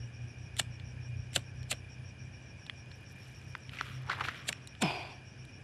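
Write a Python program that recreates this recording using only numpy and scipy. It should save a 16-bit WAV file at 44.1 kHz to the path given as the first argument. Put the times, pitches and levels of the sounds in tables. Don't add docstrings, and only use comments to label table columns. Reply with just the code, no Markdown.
import sys
import numpy as np
from scipy import signal
from scipy.fft import rfft, irfft, next_fast_len
from scipy.io import wavfile
from scipy.ndimage import map_coordinates

SR = 44100
rng = np.random.default_rng(int(sys.argv[2]) if len(sys.argv) > 2 else 0)


def file_out(sig):
    cols = np.atleast_2d(sig).T
    lim = np.clip(cols, -1, 1)
    pcm = np.round(lim * 32767).astype(np.int16)
    wavfile.write(sys.argv[1], SR, pcm)


N = 248283
TIME = np.arange(N) / SR

# when the thumb lands in seconds, rasp level in dB, rasp rise in
# seconds, clack level in dB, clack fade in seconds, thud level in dB, pitch of the cupped hand in Hz,
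# its level in dB, pitch factor of the case, first notch level in dB, first lever bounce level in dB,
# seconds between bounces.
STRIKES = [(0.5976, -24.5, 0.0053, -22.5, 0.0027, -41, 840, 3, 1, -33.5, -34.5, 0.016),
           (1.3628, -27, 0.0073, -25.5, 0.0031, -35, 553, 9, 0.93, -38.5, -33.5, .015),
           (1.7161, -27, 0.0061, -32, 0.0098, -41, 597, 5.5, 0.92, -67, -25.5, 0.011),
           (4.4905, -27, 0.0058, -27, 0.0035, -37, 587, 1.5, 0.99, -52, -46, 0.014),
           (4.8228, -26.5, 0.0037, -25.5, 0.0043, -52, 720, 2, 1.05, -62, -44, .015)]
# pitch in Hz, width in Hz, level in dB.
METAL_RING = [(2910, 1220, 1), (4040, 1070, 2.5), (7450, 830, 1.5), (8860, 1370, -2.5), (11100, 2900, -12)]


def from_db(db):
    return 10 ** (np.asarray(db) / 20)


def unit_level(x):
    return x / np.sqrt(np.mean(x ** 2) + 1e-20)


def curve(rows):
    seconds, values = np.transpose(rows)
    return np.interp(TIME, seconds, values)


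def drift(per_s):
    steps = rng.standard_normal(N // 8)
    return unit_level(np.interp(TIME * per_s, np.arange(len(steps)), steps))


def noise(spectrum):
    hz, db = np.transpose(spectrum)
    size = next_fast_len(N)
    log_hz = np.log(np.arange(size // 2 + 1) * SR / size + 1)
    gain = from_db(np.interp(log_hz, np.log(hz), db))
    return unit_level(irfft(rfft(rng.standard_normal(size)) * gain, size)[:N])


def cut(x, order, hz, keep="low"):
    return signal.sosfilt(signal.butter(order, hz, keep, fs=SR, output="sos"), x)


def resonate(x, modes):
    out = 0
    for k, (hz, width, db) in enumerate(modes):
        r = np.exp(-np.pi * width / SR)
        angle = 2 * np.pi * min(hz, SR / 2) / SR
        ringing = signal.lfilter([1, 0, -1], [1, -2 * r * np.cos(angle), r * r], x + 1e-18)
        out = out + (-1) ** k * from_db(db) * (1 - r * r) / 2 * ringing
    return out


def ring(x, modes):
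    return resonate(x, modes) / np.linalg.norm(resonate(signal.unit_impulse(SR // 10), modes))


def narrow_noise(hz, width):
    band = [(hz, width, 0)]
    return unit_level(resonate(resonate(rng.standard_normal(N), band), band))


def swell(at, rise, decay, hold=0):
    depth = np.maximum((at - TIME) / rise, (TIME - at - hold) / decay)
    return np.exp(-np.clip(depth, 0, 40))


def sink(start_hz, end_hz, at, settle_s):
    return end_hz + (start_hz - end_hz) * np.exp(-np.maximum(TIME - at, 0) / settle_s)


def bend(x, ratio):
    return map_coordinates(x, [np.cumsum(ratio) % N], order=3)


def contact(decay, bite=2.7, size=4096):
    slips = rng.standard_normal(size) * from_db(4.8 * rng.standard_normal(size))
    force = slips * np.exp(-np.arange(size) / SR / decay)
    force[0] += bite
    return force


def add(track, at, sound, peak_db):
    i = int(at * SR)
    track[i:i + len(sound)] += (from_db(peak_db) * sound / np.abs(sound).max())[:N - i]


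def cricket_trill(hz, strokes_per_s, sweep_hz=300, scatter=0.69):
    stroke = (strokes_per_s * TIME + 0.15 * drift(5.4)) % 1
    pitch = hz + sweep_hz * (1 - 2 * stroke) + 50 * drift(60)
    tone = unit_level(np.sin(np.pi * stroke) ** 2 * np.sin(2 * np.pi * np.cumsum(pitch) / SR))
    return unit_level(tone + scatter * narrow_noise(hz, 350))


def night(throb_db=1.46, chirp_s=0.1, period_s=0.146, jitter_s=0.0081):
    # pitch in Hz, relative level in dB.
    hush = [(100, -8), (200, 4.5), (420, -1.5), (700, -3.5), (1250, -11.5), (2000, -14), (3200, -11),
            (4300, -22.5), (6200, -20.5), (7000, -26.5), (8500, -28.5), (10300, -44), (11000, -53),
            (13000, -43)]
    # pitch in Hz, width in Hz, level in dB, rough throbs a second.
    chorus = [(1657, 360, -66, 40), (2410, 210, -62, 54), (2873, 190, -71.5, 43), (5160, 920, -74, 45),
              (9710, 930, -82, 17)]
    # pitch in Hz, level in dB, moment of one chirp
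    # in seconds, seconds between chirps, strokes a second.
    faint_chirps = [(5690, -73.5, 0.223, .17, 60), (6470, -92, .168, 0.16, 100),
                    (7660, -86, 0.244, .168, 95)]
    out = from_db(-60) * noise(hush)
    for hz, width, db, throbs in chorus:
        out += from_db(db + throb_db * drift(2 * throbs)) * narrow_noise(hz, width)
    beat = (TIME - 0.019 + jitter_s * drift(4.77)) / period_s
    off_beat_s = (beat - np.round(beat)) * period_s
    shape = signal.windows.tukey(101, .8)
    chirps = np.interp(off_beat_s, np.linspace(-chirp_s / 2, chirp_s / 2, len(shape)), shape)
    out += from_db(-62) * chirps * cricket_trill(hz=5560, strokes_per_s=96)
    for hz, db, at, period, strokes_per_s in faint_chirps:
        rhythm = np.exp(2 * np.cos(2 * np.pi * (TIME - at) / period))
        out += from_db(db) * unit_level(rhythm * cricket_trill(hz, strokes_per_s))
    return out


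def engine(waver_db=3.0, flutter_db=3.0, rumble_db=-54):
    # time in seconds, cycles a second.
    speed = [(0.0, 29.69), (0.37, 30.32), (0.77, 30.1), (0.99, 31.25), (1.14, 30.13), (1.34, 31.23),
             (3.66, 32.25), (4.6, 32.19)]
    # time in seconds, level in dB.
    loudness = [(0, -48), (.65, -48), (1.03, -41.5), (1.25, -47), (2.05, -48.5), (2.4, -53.5),
                (3.65, -55.5), (3.9, -46), (4.3, -51.5), (4.7, -59.5), (5.63, -59)]
    # multiple of the cycle rate, relative level in dB.
    tones = [(2, -13.5), (3, -6.5), (4, -0.5), (5, -16.5), (8, -22)]
    # pitch in Hz, relative level in dB.
    rumble = [(25, -23), (45, -1.5), (62, 1.5), (90, 9), (135, 4), (190, -3), (260, -7.5), (400, -19.5),
              (700, -53)]
    phase = 2 * np.pi * np.cumsum(curve(speed)) / SR
    hum = 0
    for multiple, db in tones:
        hum += from_db(db + waver_db * drift(18)) * np.sin(multiple * phase + rng.uniform(0, 2 * np.pi))
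    gain = np.sqrt(2) * from_db(curve(loudness) + flutter_db * drift(20))
    return gain * hum + from_db(rumble_db) * noise(rumble)


def notches_and_bounces(lead_s=0.0305, gap_s=0.0085, notch_hz=3070, bounce_hz=2850):
    rows = []
    for at, *_, notch_db, bounce_db, delay in STRIKES:
        for k in range(3):
            rows.append((at - lead_s + k * gap_s, notch_db - 1.5 * k, notch_hz, -4))
            rows.append((at + (k + 1) * delay, bounce_db - 15.5 * k, bounce_hz, 2))
    return rows


def lighter_ticks(decay_s=0.0019):
    # start in
    # seconds, peak level in dB, pitch in Hz, relative level of the metal ring in dB.
    clicks = [(0.798, -40, 3060, -29), (1.3609, -15.5, 2760, 1), (1.630, -43.5, 3560, -12),
              (2.665, -38, 3530, -16), (2.6972, -22.5, 3050, -29), (2.9151, -41, 3500, -21),
              (4.5252, -36, 6500, -30), (4.528, -23.5, 2470, -9), (4.6736, -36, 8500, 18),
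              (4.751, -41, 3460, -20), (5.451, -45.5, 3000, -5)]
    out = np.zeros(N)
    for at, peak_db, hz, metal_db in clicks + notches_and_bounces():
        force = contact(decay_s)
        width = 0.53 * hz
        ping = ring(force, [(hz / 3, width, -17), (hz, width, 0), (1.32 * hz, width, -6)])
        ping = cut(ping, 2, 0.98 * hz)
        add(out, at, ping + from_db(metal_db) * ring(force, METAL_RING), peak_db)
    return out


def lighter_strikes(teeth_per_s=1800, impact=6.3, thud_hz=150):
    # pitch in Hz before the grip shifts it, width in Hz,
    # level in dB.
    case = [(504, 110, -16), (1580, 300, 2), (2235, 113, 4.5), (2770, 380, 5), (4000, 770, -7)]
    rasp, thud, clack = 0, 0, 0
    for at, rasp_db, rise, clack_db, fade, thud_db, hand_hz, hand_db, grip, *_ in STRIKES:
        rasp += from_db(rasp_db) * swell(at, rise, decay=0.0031)
        thud += from_db(thud_db) * swell(at + 0.0076, rise=0.0046, decay=0.012)
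        body = [(hz * grip, width, db) for hz, width, db in case] + [(hand_hz, 130, hand_db)]
        force = swell(at, rise=0.0022, decay=fade) * rng.standard_normal(N)
        force += impact * signal.unit_impulse(N, int(at * SR))
        clack += ring(from_db(clack_db) * force, body)
    teeth = unit_level(rng.standard_normal(N) * from_db(-2 * drift(teeth_per_s)))
    hand = ring(thud * rng.standard_normal(N), [(thud_hz, 130, 0)])
    return ring(rasp * teeth, METAL_RING) + clack + hand


def grains(per_s, spread_db):
    clicks = (rng.random(N) < per_s / SR) * rng.choice([-1, 1], N)
    return clicks * from_db(spread_db * np.minimum(rng.exponential(1, N), 4))


def gravel(muffle_hz=3600, dense_above_db=-66, pitch_spread=1.61, sole_hz=450, sole_db=-13):
    # start in seconds, peak level in dB before muffling, pitch in Hz,
    # fade in seconds.
    stones = [(3.5516, -24, 1493, 0.0019), (3.694, -29.5, 3100, 0.0013), (3.771, -31.5, 2240, .002),
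              (3.787, -29, 2230, 0.021), (3.8110, -15.5, 1450, 0.00099), (4.0968, -22.5, 1450, .001),
              (4.0996, -17, 1370, 0.0021), (4.107, -26, 1520, 0.023), (4.1307, -24.5, 1300, 0.0036),
              (4.2077, -21.5, 1160, 0.007), (4.239, -27.5, 2350, 0.012), (4.2854, -20, 1740, 0.0053)]
    # tone and width as multiples of the stone's pitch, level in dB.
    stone_ring = [(.33, .25, -14), (.62, .3, -1), (1, .4, 12), (1.4, .45, -1.5), (2.2, 1.0, -14),
                  (5.5, 3, -25)]
    # moment of most pressure, rise and release, all in
    # seconds, crunch level in dB, grit level in dB, pebble pitch in Hz.
    scuffs = [(3.25, .3, .5, -64.5, -72, 2206), (3.735, 0.013, 0.054, -47.5, -64.5, 2200),
              (3.86, 0.077, 0.13, -49, -64, 1980), (4.101, 0.02, .01, -39.5, -75, 1340),
              (4.118, 0.0083, 0.021, -35.5, -60, 2360), (4.212, 0.033, 0.017, -38.5, -61.5, 1350),
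              (4.246, 0.0068, .03, -37, -56.5, 2200), (4.285, 0.0047, 0.0072, -33, -59, 1800),
              (4.31, 0.013, 0.15, -45.5, -67, 1910)]
    knocks = np.zeros(N)
    for at, peak_db, hz, decay in stones:
        add(knocks, at, ring(contact(decay, bite=7.5), np.array(stone_ring) * [hz, hz, 1]), peak_db)
    crunch, grit_power = 0, 0
    for at, rise, release, crunch_db, grit_db, pebble_hz in scuffs:
        pressure = swell(at, rise, release)
        pitches = pebble_hz * np.geomspace(1 / pitch_spread, pitch_spread, num=5)
        slips = [grains(per_s=320, spread_db=2.2) for _ in pitches]
        pebbles = unit_level(sum(ring(slip, [(hz, hz / 4, 0)]) for slip, hz in zip(slips, pitches)))
        sole = unit_level(ring(sum(slips), [(sole_hz, sole_hz, 0)]))
        crunch += from_db(crunch_db) * pressure * (pebbles + from_db(sole_db) * sole)
        grit_power += (from_db(grit_db) * pressure) ** 2
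    busy = np.clip(grit_power / from_db(dense_above_db) ** 2, .005, 1)
    grit = 0
    for hz in np.geomspace(4000, 11500, num=5):
        grit += ring(grains(per_s=500 * busy, spread_db=2.5) / np.sqrt(busy), [(hz, hz / 4, 0)])
    return cut(knocks + crunch, 2, muffle_hz) + np.sqrt(grit_power) * unit_level(grit)


def fuse_puff(at=4.827, level_db=-25.5):
    pitch = sink(start_hz=255.7, end_hz=130, at=at, settle_s=0.0194)
    phase = 2 * np.pi * np.cumsum(pitch) / SR
    tone = np.sin(phase) + from_db(-7) * np.sin(2 * phase + drift(120))
    return from_db(level_db) * tone * swell(at, rise=0.003, decay=0.024, hold=0.017)


def fuse_burn(at=4.826, level_db=-31.5, burn_s=0.3, die_s=0.093, whistle_hz=4740):
    # starting pitch in Hz, width in
    # Hz, level in dB.
    hiss_tones = [(362, 48, -3.5), (723, 82, 1), (1002, 150, -3.5), (1490, 140, -13), (2470, 200, -2.5),
                  (3470, 330, -12.5), (4300, 350, -18.5)]
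    # pitch in Hz, relative level in dB.
    hiss = [(300, 9), (1500, -11), (5000, -5), (6000, -11), (9000, -11), (13000, -23)]
    age = np.maximum(TIME - at, 0)
    tones = cut(ring(rng.standard_normal(N), hiss_tones), order=6, hz=4800)
    tones = bend(tones, 1 - 0.0408 * age + 0.015 * drift(25))
    pitch = sink(start_hz=5370, end_hz=whistle_hz, at=at, settle_s=0.05)
    whistle = bend(narrow_noise(whistle_hz, width=330), pitch / whistle_hz)
    flow = swell(at, rise=0.006, decay=0.13) * np.exp(-np.maximum(age - burn_s, 0) / die_s)
    gain = from_db(level_db + drift(150))
    return gain * flow * (tones + from_db(-14) * whistle + from_db(-15) * noise(hiss))


def ground_echo(x, echo_db=-23, decay_s=0.027):
    t = TIME[:SR // 5]
    tail = rng.standard_normal(len(t)) * np.exp(-t / decay_s)
    return x + from_db(echo_db) * signal.fftconvolve(x, tail / np.linalg.norm(tail))[:N]


def scene(width_db=-9, wide_above_hz=4900):
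    near = ground_echo(lighter_strikes() + lighter_ticks() + gravel() + fuse_puff() + fuse_burn())
    treble = cut(near, 10, wide_above_hz, "high")
    side = from_db(width_db) * treble * drift(1200)
    return near + engine() + night() + side * np.array([[1], [-1]])


def record(dry):
    thin = cut(dry, order=2, hz=45, keep="high")
    return signal.sosfilt(signal.ellip(10, .2, 80, 13200, fs=SR, output="sos"), thin)


dry = scene()
out = record(dry)
file_out(out)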